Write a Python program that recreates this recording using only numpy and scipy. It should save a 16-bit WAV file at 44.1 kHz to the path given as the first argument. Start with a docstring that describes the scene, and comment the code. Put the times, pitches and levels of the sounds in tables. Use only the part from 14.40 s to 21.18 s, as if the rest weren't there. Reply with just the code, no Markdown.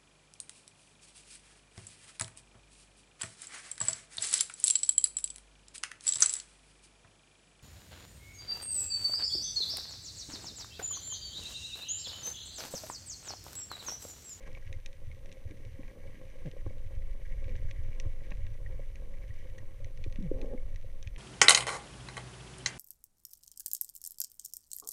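"""A low watery rumble under a fine fizz, a smooth hiss and a faint whine: a camera in a waterproof
housing, held by a freediver finning through open water. Eddies (filtered noise and short pulses) buffet
the case; sloshes, lapping and microbubbles (grains through resonators) burble and fizz. Knocks (damped
sines), sharp snaps, probably reef shrimp (filtered spikes), and tiny bubbles (chirped sines) tick over
this; trapped air gurgles twice (falling harmonics) and the hand rubs the grip once (stick-slip pulses)."""
import sys
import numpy as np
from scipy import signal
from scipy.fft import rfft, irfft
from scipy.io import wavfile
from scipy.ndimage import uniform_filter1d

SR = 44100
rng = np.random.default_rng(int(sys.argv[2]) if len(sys.argv) > 2 else 0)


def waveform_to_disk(signal):
    """Save audio, clipped to [-1, 1], as 16-bit WAV at the path in sys.argv[1]."""
    frames = np.transpose(np.atleast_2d(signal))
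    scaled = np.clip(frames, -1, 1) * 32767
    samples = np.round(scaled).astype(np.int16)
    wavfile.write(sys.argv[1], SR, samples)


N = 298998
T = np.arange(N) / SR  # time of each sample, s


def undb(db):
    """Level as a logarithm: decibels to amplitude gain."""
    return 10 ** (np.asarray(db) / 20)


def unit(x):
    """Normalisation: scale to standard deviation 1."""
    return x / np.std(x)


def curves(table):
    """Linear interpolation: each column after the first as a line through time."""
    s, *columns = np.transpose(table)
    return [np.interp(T, s, column) for column in columns]


def add(out, s, sound):
    """Superposition: mix a sound in at a given time."""
    i = int(s * SR)
    out[i:i + len(sound)] += sound[:max(N - i, 0)]


def response(points, size=16384):
    """Minimum phase: the causal impulse response of a spectrum, by folding its cepstrum."""
    hz, db = np.transpose(points)
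    f = np.maximum(np.fft.rfftfreq(size, 1 / SR), 1)
    gain = undb(np.interp(np.log(f), np.log(hz), db))
    gain = gain * np.minimum(hz[-1] / f, 1) ** 2  # a further 12 dB per octave past the last point
    cepstrum = irfft(np.log(gain))
    cepstrum[1:size // 2] *= 2
    cepstrum[size // 2 + 1:] = 0
    return irfft(np.exp(rfft(cepstrum)))


def colour(x, points):
    """Linear filtering: pass a sound through a spectrum, then scale it to rms 1."""
    return unit(signal.fftconvolve(x, response(points))[:N])


def resonate(x, hz, q):
    """Resonance: a single mode driven by x, with gain 1 at its pitch."""
    return signal.lfilter(*signal.iirpeak(hz, q, fs=SR), x)


# resonances of the case and the air inside it: pitch_hz [Hz], width_hz [Hz], lift_db [dB, each alone]
HOUSING_MODES = [(516.5, 47.5, 7.5), (557, 47.4, 6.5), (826, 30, 5), (1096, 83, 13), (1628, 56, 15),
                 (1904, 100, 11)]


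def housing(x):
    """Sympathetic resonance: the case and its air ring along with whatever reaches them."""
    for hz, width_hz, lift_db in HOUSING_MODES:
        x = x + (undb(lift_db) - 1) * resonate(x, hz, hz / width_hz)
    return x


def walk(rate):
    """Random drift: smoothed random steps, so many a second, with spread near 1."""
    k = int(SR / rate)
    steps = np.repeat(rng.standard_normal(N // k + 1), k)
    return unit(uniform_filter1d(steps, k)[:N])


def grains(rate, spread_db):
    """Poisson-like shot noise: random tiny impulses, so many a second, most weak and a few strong."""
    sizes = undb(spread_db * np.minimum(rng.exponential(size=N), 5))
    struck = rng.random(N) < rate / SR
    return unit(struck * sizes * rng.choice([-1, 1], N))


def steady(x, hold_s):
    """Gain levelling: hold a random sound at rms 1 over a short time."""
    return x / np.sqrt(uniform_filter1d(x ** 2, int(hold_s * SR)))


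def eddy_pressure(points, hold_s):
    """Turbulent pressure: coloured noise, held at even strength over a few turns."""
    return steady(colour(rng.standard_normal(N), points), hold_s)


def swells(table, rise=0.24):
    """Energy addition: events that build up for a share (rise) of their length, then fade."""
    power = 0
    for s, length, db in table:
        power = power + np.interp(T, [s, s + rise * length, s + length], [0, undb(db), 0]) ** 2
    return np.sqrt(power)


# speed of the water past the case, as the level of the sway it causes: time_s [s], level_db [dB]
FLOW_SPEED = [(0, -40.5), (.55, -38), (.8, -43), (1.9, -41.5), (2.2, -35.5), (2.7, -32), (3.55, -30.5),
              (4.3, -34.5), (5.3, -37.5), (5.75, -32), (6.2, -31.5), (6.6, -36.5)]
# spectra of slow sway and of faster buffeting: frequency_hz [Hz], density_db [dB per Hz, relative]
SWAY_SPECTRUM = [(4, -19), (9, 0), (18, 7.5), (25, -9), (33, -6), (48, -11.5), (65, -24.5), (100, -53)]
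BUFFET_SPECTRUM = [(30, -34), (55, -4), (75, 1.5), (98, 2), (120, -5.5), (150, -13.5), (200, -33.5),
                   (350, -62)]
# trains of small eddies: start_s [s], length_s [s], level_db [dB, at the height]
EDDY_TRAINS = [(.25, 0.19, -47.5), (.66, .2, -46.5), (1.2, 0.28, -46.5), (3.1, 0.37, -46),
               (3.97, 0.22, -41), (5.19, 0.083, -45), (5.38, 0.13, -45)]


def rumble(buffet_db=-53.5, buffet_law=0.72, surge_db=4.0, eddy_hz=91, eddy_width_hz=31):
    """Flow noise: the stream sways and buffets the case in surges; eddy trains make it throb and fade."""
    flow_db = curves(FLOW_SPEED)[0]
    sway = eddy_pressure(SWAY_SPECTRUM, hold_s=0.23) * undb(flow_db)
    # buffet_db holds at the mean flow before the surges; buffet_law is dB per dB of flow
    level_db = buffet_db + buffet_law * (flow_db - flow_db.mean()) + surge_db * walk(14)
    buffet = eddy_pressure(BUFFET_SPECTRUM, hold_s=.07) * undb(level_db)
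    throb = resonate(eddy_pressure(BUFFET_SPECTRUM, hold_s=0.052), eddy_hz, eddy_hz / eddy_width_hz)
    return sway + buffet + steady(throb, hold_s=0.061) * swells(EDDY_TRAINS)


def microbubbles(q=6.6, count=14):
    """Bubble resonance: many sizes pop independently, each ringing a few cycles at its own pitch."""
    fizz = 0
    for hz in np.geomspace(1500, 9500, count):
        pops = grains(rate=160, spread_db=2.5)
        fizz = fizz + unit(resonate(pops, hz, q)) * np.sqrt(hz)
    return fizz


# fizz on the case wall, before its flicker: time_s [s], level_db [dB]
FIZZ_LEVEL = [(0.0, -61), (0.49, -74.5), (0.87, -74.5), (1.7, -66.5), (2.4, -73), (3.19, -64.5),
              (4.66, -72), (4.97, -67.5), (5.36, -74), (6.27, -70), (6.44, -76), (6.78, -70.5)]
# spectra of lapping and of fizz: frequency_hz [Hz], density_db [dB per Hz, relative]
MURMUR_SPECTRUM = [(90, -11.5), (150, 0), (220, -1.5), (320, -3.5), (400, -7), (520, -4), (600, -8.5),
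                   (700, -16), (1000, -23), (1400, -29.5), (2500, -49.5)]
FIZZ_SPECTRUM = [(900, -24), (1450, -13), (1900, -3.5), (2250, 9), (2550, -7), (2900, -0.5), (3400, -8.5),
                 (4600, -14), (6000, -10), (7500, -18), (12000, -28)]


def wash(murmur_db=-60, murmur_law=0.52, flutter_db=2.0, flicker_db=2.92):
    """Shot noise in a cavity: water laps the hollow case in lumps, and microbubbles fizz on its wall."""
    fizz_db = curves(FIZZ_LEVEL)[0]
    lapping = unit(housing(colour(grains(rate=600, spread_db=3.), MURMUR_SPECTRUM)))
    fizz = unit(housing(colour(microbubbles(), FIZZ_SPECTRUM)))
    # murmur_db holds at the mean fizz before the flutter; murmur_law is dB per dB of fizz
    lapping_db = murmur_db + murmur_law * (fizz_db - fizz_db.mean()) + flutter_db * walk(28)
    return lapping * undb(lapping_db) + fizz * undb(fizz_db + flicker_db * walk(60))


# spectrum of a snap: frequency_hz [Hz], density_db [dB per Hz, relative]
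SNAP_SPECTRUM = [(700, -18), (1400, -25), (1900, 0.5), (2400, 10.5), (3100, 3), (3800, 4.5), (4900, -6),
                 (6000, 2), (7500, -14), (9200, -18), (11000, -29)]


def far_snaps(level_db=-75):
    """Incoherent summation: many snaps, too far off to stand out singly."""
    ticks = grains(rate=120, spread_db=2.6)
    return undb(level_db) * unit(housing(colour(ticks, SNAP_SPECTRUM)))


# steady electronic tones: pitch_hz [Hz], level_db [dB rms]
WHINE_TONES = [(5997, -86.5), (11994, -97.5)]
# spectrum of the microphone hiss: frequency_hz [Hz], density_db [dB per Hz, relative]
HISS_SPECTRUM = [(200, 9.5), (3000, 5.5), (5000, -0.5), (6000, 0.5), (7600, -2.5), (9200, 2), (11000, -2.5),
                 (15000, -3)]


def electronics(hiss_db=-71):
    """Self-noise: smooth microphone hiss and a thin steady whine of pure tones."""
    whine = sum(np.sqrt(2) * undb(db) * np.sin(2 * np.pi * hz * T) for hz, db in WHINE_TONES)
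    return whine + undb(hiss_db) * colour(rng.standard_normal(N), HISS_SPECTRUM)


# water sloshing round the moving hand and arm: start_s [s], length_s [s], level_db [dB, at the height]
SLOSH_EVENTS = [(.05, 0.16, -61), (.84, 0.16, -55.5), (1.04, 0.29, -57), (1.38, 0.16, -56.5),
                (1.7, 0.16, -57.5), (2.27, 0.12, -56.5), (3.02, 0.29, -54), (3.82, 0.17, -57.5)]


def sloshes(low_hz=165, high_hz=512, q=4.2, crackle_db=-12, count=6):
    """Bubble resonance: stirred air pockets of several sizes burble a few cycles; the smallest crackle."""
    burble = 0
    for hz in np.geomspace(low_hz, high_hz, count):
        burble = burble + unit(resonate(grains(rate=120, spread_db=4.0), hz, q))
    burble = unit(housing(colour(burble, MURMUR_SPECTRUM)))
    crackle = unit(housing(colour(grains(rate=200, spread_db=2.5), FIZZ_SPECTRUM)))
    return (burble + undb(crackle_db) * crackle) * swells(SLOSH_EVENTS)


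# knocks on the case: start_s [s], level_db [dB, peak of the thud], pitch_hz [Hz, lower for a softer touch],
# edge_db [dB, peak of the sharp edge relative to the thud]
KNOCK_EVENTS = [(0.074, -49, 540, 0), (0.172, -48, 570, -5), (.856, -48.5, 560, -23),
                (0.968, -47.5, 493, -23), (1.052, -47.5, 470, -25), (1.105, -43.5, 275, -20),
                (1.116, -43, 350, -26), (1.245, -48, 424, -28), (1.39, -38, 250, -25),
                (1.57, -44.5, 435, -25), (2.135, -43.5, 420, -25), (2.165, -40.5, 490, -20),
                (2.262, -35, 340, -14.5), (2.264, -42.5, 740, -13), (2.305, -44.5, 490, -25),
                (3.079, -47, 473, -13), (3.655, -43, 333, -12), (3.915, -42.5, 182, -8),
                (4.393, -39.5, 494, -29), (5.466, -47, 490, -31), (5.661, -37, 334, -23),
                (5.784, -31, 198, -29), (5.804, -37, 258, -32), (5.9132, -21.5, 372, -46),
                (6.028, -31, 380, -26), (6.144, -34, 234, -23), (6.443, -45.5, 500, -30)]


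def knocks(cycles=0.31, edge_hz=1130, grip_hz=296, grip_width_hz=39, grip_lift_db=4.5, size=4096):
    """Damped impact: water cushions each knock within a few cycles; only grip and hollow case ring on."""
    out, t = np.zeros(N), T[:size]
    for s, peak_db, pitch_hz, edge_db in KNOCK_EVENTS:
        for db, hz in (peak_db, pitch_hz), (peak_db + edge_db, edge_hz):
            age = hz * t / cycles
            push = age ** 4 * np.exp(-age) * np.sin(2 * np.pi * hz * t)
            grip_ring = (undb(grip_lift_db) - 1) * resonate(push, grip_hz, grip_hz / grip_width_hz)
            thud = housing(push + grip_ring)
            add(out, s, thud * undb(db) / np.abs(thud).max())
    return out


# near snaps: start_s [s], level_db [dB, peak before the wall's treble loss], tilt_db [dB per octave]
NEAR_SNAPS = [(.077, -47.5, -3), (.1303, -48.5, 1), (.1495, -41.5, -8.5), (.1755, -48, -10),
              (.276, -46.5, -5), (0.3276, -37, 5), (0.461, -31, 3), (.53, -45.5, 2), (0.7154, -49.5, -8),
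              (.859, -44, 2), (.8964, -52, -7), (.917, -44, 1), (.926, -41.5, 7), (1.1099, -51, -0.5),
              (1.251, -46, 3), (1.4325, -43, -16), (1.4805, -47, -11), (2.0603, -49, 2), (2.1145, -43, 0.5),
              (3.043, -46, -6), (3.0815, -49, -2), (3.094, -45, -8), (3.155, -39.5, -12),
              (3.1636, -44.5, -1), (3.3085, -46, -3), (3.312, -35.5, -2), (3.6, -30, 5), (3.907, -44.5, -2),
              (3.9154, -40.5, -16.5), (3.9203, -35, -15), (4.067, -41, -9), (4.557, -42, 1),
              (5.182, -45, 10), (5.187, -46, 9), (5.4454, -41, -1.5), (5.5747, -48, 1), (5.6406, -36.5, -2),
              (5.7253, -42.5, 2.5), (5.759, -41.5, -3), (5.826, -46, 3), (6.0153, -39, 1.5),
              (6.36, -41.5, 0), (6.6278, -36.5, 3), (6.674, -36, -2), (6.762, -38.5, -6)]


def snaps(echo_db=-16, surface_lag_s=0.0048, rattle_db=-16, rattle_s=0.0013, scatter_db=-37,
          scatter_s=0.013, wall_top_hz=10400, size=2048):
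    """Impulse response: a pressure spike ticks the case; rattle, scatter and a surface echo trail it."""
    out, t = np.zeros(N), T[:size]
    trail = undb(rattle_db) * np.exp(-t / rattle_s) + undb(scatter_db) * np.exp(-t / scatter_s)
    for s, db, tilt_db in NEAR_SNAPS:
        spike = trail * rng.standard_normal(size)
        spike[0] = 1
        lag_s = surface_lag_s * rng.uniform(.7, 1.3)
        spike[int(lag_s * SR)] -= undb(echo_db)  # the surface inverts it
        tilted = [(hz, level + tilt_db * np.log2(hz)) for hz, level in SNAP_SPECTRUM]
        tick = housing(signal.fftconvolve(spike, response(tilted, size=size))[:size])
        add(out, s, tick * undb(db) / np.abs(tick).max())
    # the case wall passes little of a snap above wall_top_hz
    return signal.sosfilt(signal.butter(4, wall_top_hz, fs=SR, output="sos"), out)


# tiny bubbles: start_s [s], level_db [dB, before attack and decay], pitch_hz [Hz, at the start, before wobble]
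TINY_BUBBLES = [(.1492, -41.5, 2200), (0.1745, -54, 2290), (.338, -48, 2070), (0.714, -47.5, 2155),
                (2.057, -52.5, 1640), (4.262, -42.5, 1900), (4.906, -48, 1890), (5.183, -44.5, 1900),
                (6.177, -48, 2130)]


def bubbles(attack_s=0.0005, decay_s=0.006, rise=0.93, wobble=0.022, size=2048):
    """Volume pulsation: pinch-off jolts a bubble, which rings down wobbling, its pitch rising slightly."""
    out, t, shape = np.zeros(N), T[:size], 1 + wobble * walk(700)
    ring = (1 - np.exp(-t / attack_s)) * np.exp(-t / decay_s)
    for s, db, hz in TINY_BUBBLES:
        i = int(s * SR)
        pitch = hz * (1 + rise * t) * shape[i:i + size]  # rise is a share per second
        phase = 2 * np.pi * np.cumsum(pitch) / SR
        add(out, s, undb(db) * ring * np.sin(phase))
    return out


# single eddies that thump the case: centre_s [s], level_db [dB, height of the envelope]
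THUMP_EVENTS = [(0.272, -36), (0.304, -36), (0.37, -37), (.681, -38), (1.066, -32), (1.11, -38),
                (1.345, -34.5), (1.853, -39), (2.274, -29), (2.466, -35.5), (2.579, -36), (3.065, -31.5),
                (3.118, -36), (3.16, -34.5), (3.397, -30), (3.494, -32), (3.668, -28.5), (3.986, -35.5),
                (4.047, -37.5), (4.118, -37.5), (4.907, -31), (5.452, -37.5), (5.679, -28.5),
                (5.962, -32.5), (6.353, -37), (6.675, -31.5)]


def thumps(thump_hz=84, cycles=0.72):
    """Pressure pulse: an eddy swells against the case and leaves it within a cycle or two."""
    out, t = np.zeros(N), T[:4096] - T[2048]  # time from the centre
    pulse = np.exp(-(thump_hz * t / cycles) ** 2) * np.sin(2 * np.pi * thump_hz * t)
    for s, db in THUMP_EVENTS:
        add(out, s + t[0], undb(db) * pulse)
    return out


# gurgles: start_s [s], length_s [s], level_db [dB, fundamental before the housing],
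# start_pitch_hz [Hz], end_pitch_hz [Hz], overtone_db [dB, also scales the froth]
GURGLE_EVENTS = [(2.048, 0.0505, -34.5, 193.8, 93.3, -13), (5.811, .088, -33.5, 212.6, 112.6, -25)]
# spectrum of the grip: frequency_hz [Hz], density_db [dB per Hz, relative]
GRIP_SPECTRUM = [(120, -8), (200, 1), (255, 3), (320, -9), (450, 4.5), (530, -1.5), (600, -4.5), (690, -16),
                 (820, -15.5), (950, -31), (1400, -38.5), (2500, -44)]


def gurgles(wobble=0.04, fall_db=-7, spray_db=-44, count=4):
    """Relaxation oscillation: air flutters through a gap, sinking in pitch and spitting froth each cycle."""
    out, unsteady = np.zeros(N), 1 + wobble * walk(220)
    froth = colour(rng.standard_normal(N), GRIP_SPECTRUM)
    froth = undb(spray_db) * (froth + 0.31 * colour(rng.standard_normal(N), FIZZ_SPECTRUM))
    for s, length, db, start_hz, end_hz, overtone_db in GURGLE_EVENTS:
        u = np.linspace(0, 1, int(length * SR))
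        pitch = (start_hz + (end_hz - start_hz) * u) * unsteady[:len(u)]
        phase = 2 * np.pi * np.cumsum(pitch) / SR
        overtones = sum(undb(fall_db * k) * np.sin((k + 2) * phase) for k in range(count))
        rasp = undb(db) * overtones + froth[:len(u)] * (1 + np.cos(phase))
        swell = np.sin(np.pi * u ** 0.97)
        add(out, s, swell * (undb(db) * np.sin(phase) + undb(overtone_db) * rasp))
    return housing(out)


# the hand slips once on the grip, pressing harder twice: time_s [s], level_db [dB, rms of the creak]
RUB_PRESSURE = [(5.914, -90), (5.938, -48), (6.036, -43.5), (6.096, -50), (6.139, -43), (6.165, -51.5),
                (6.3, -100)]


def rub(slip_hz=128.4, jitter=.06, rasp_db=-3, count=64):
    """Stick-slip friction: skin creaks on the grip at a nearly even rate, over a finer rasp."""
    slips, chance = np.zeros(N), rng.standard_normal((count, 2))
    times = RUB_PRESSURE[0][0] + np.cumsum(1 + jitter * chance[:, 0]) / slip_hz
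    for s, db in zip(times, 2 * chance[:, 1]):
        add(slips, s, undb([db]))
    creak = unit(housing(colour(slips, GRIP_SPECTRUM)))
    creak = creak * np.sqrt(count / slip_hz / T[-1])  # rms 1 while it lasts
    rasp = unit(housing(colour(grains(rate=1400, spread_db=2.4), GRIP_SPECTRUM)))
    return (creak + undb(rasp_db) * rasp) * undb(curves(RUB_PRESSURE)[0])


def scene():
    """Superposition: everything reaches the one microphone inside the case."""
    water = rumble() + wash() + sloshes() + thumps()
    life_and_air = far_snaps() + snaps() + bubbles() + gurgles()
    handling = knocks() + rub()
    return (water + life_and_air + handling + electronics())[None]


def record(dry, top_hz=15000):
    """Band limiting: the camera cuts the top of the treble; both ends fade over a few milliseconds."""
    fade = np.minimum(np.minimum(T, T[-1] - T) / .008, 1)
    return signal.sosfilt(signal.ellip(10, .1, 80, top_hz, fs=SR, output="sos"), dry * fade)


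dry = scene()
out = record(dry)
waveform_to_disk(out)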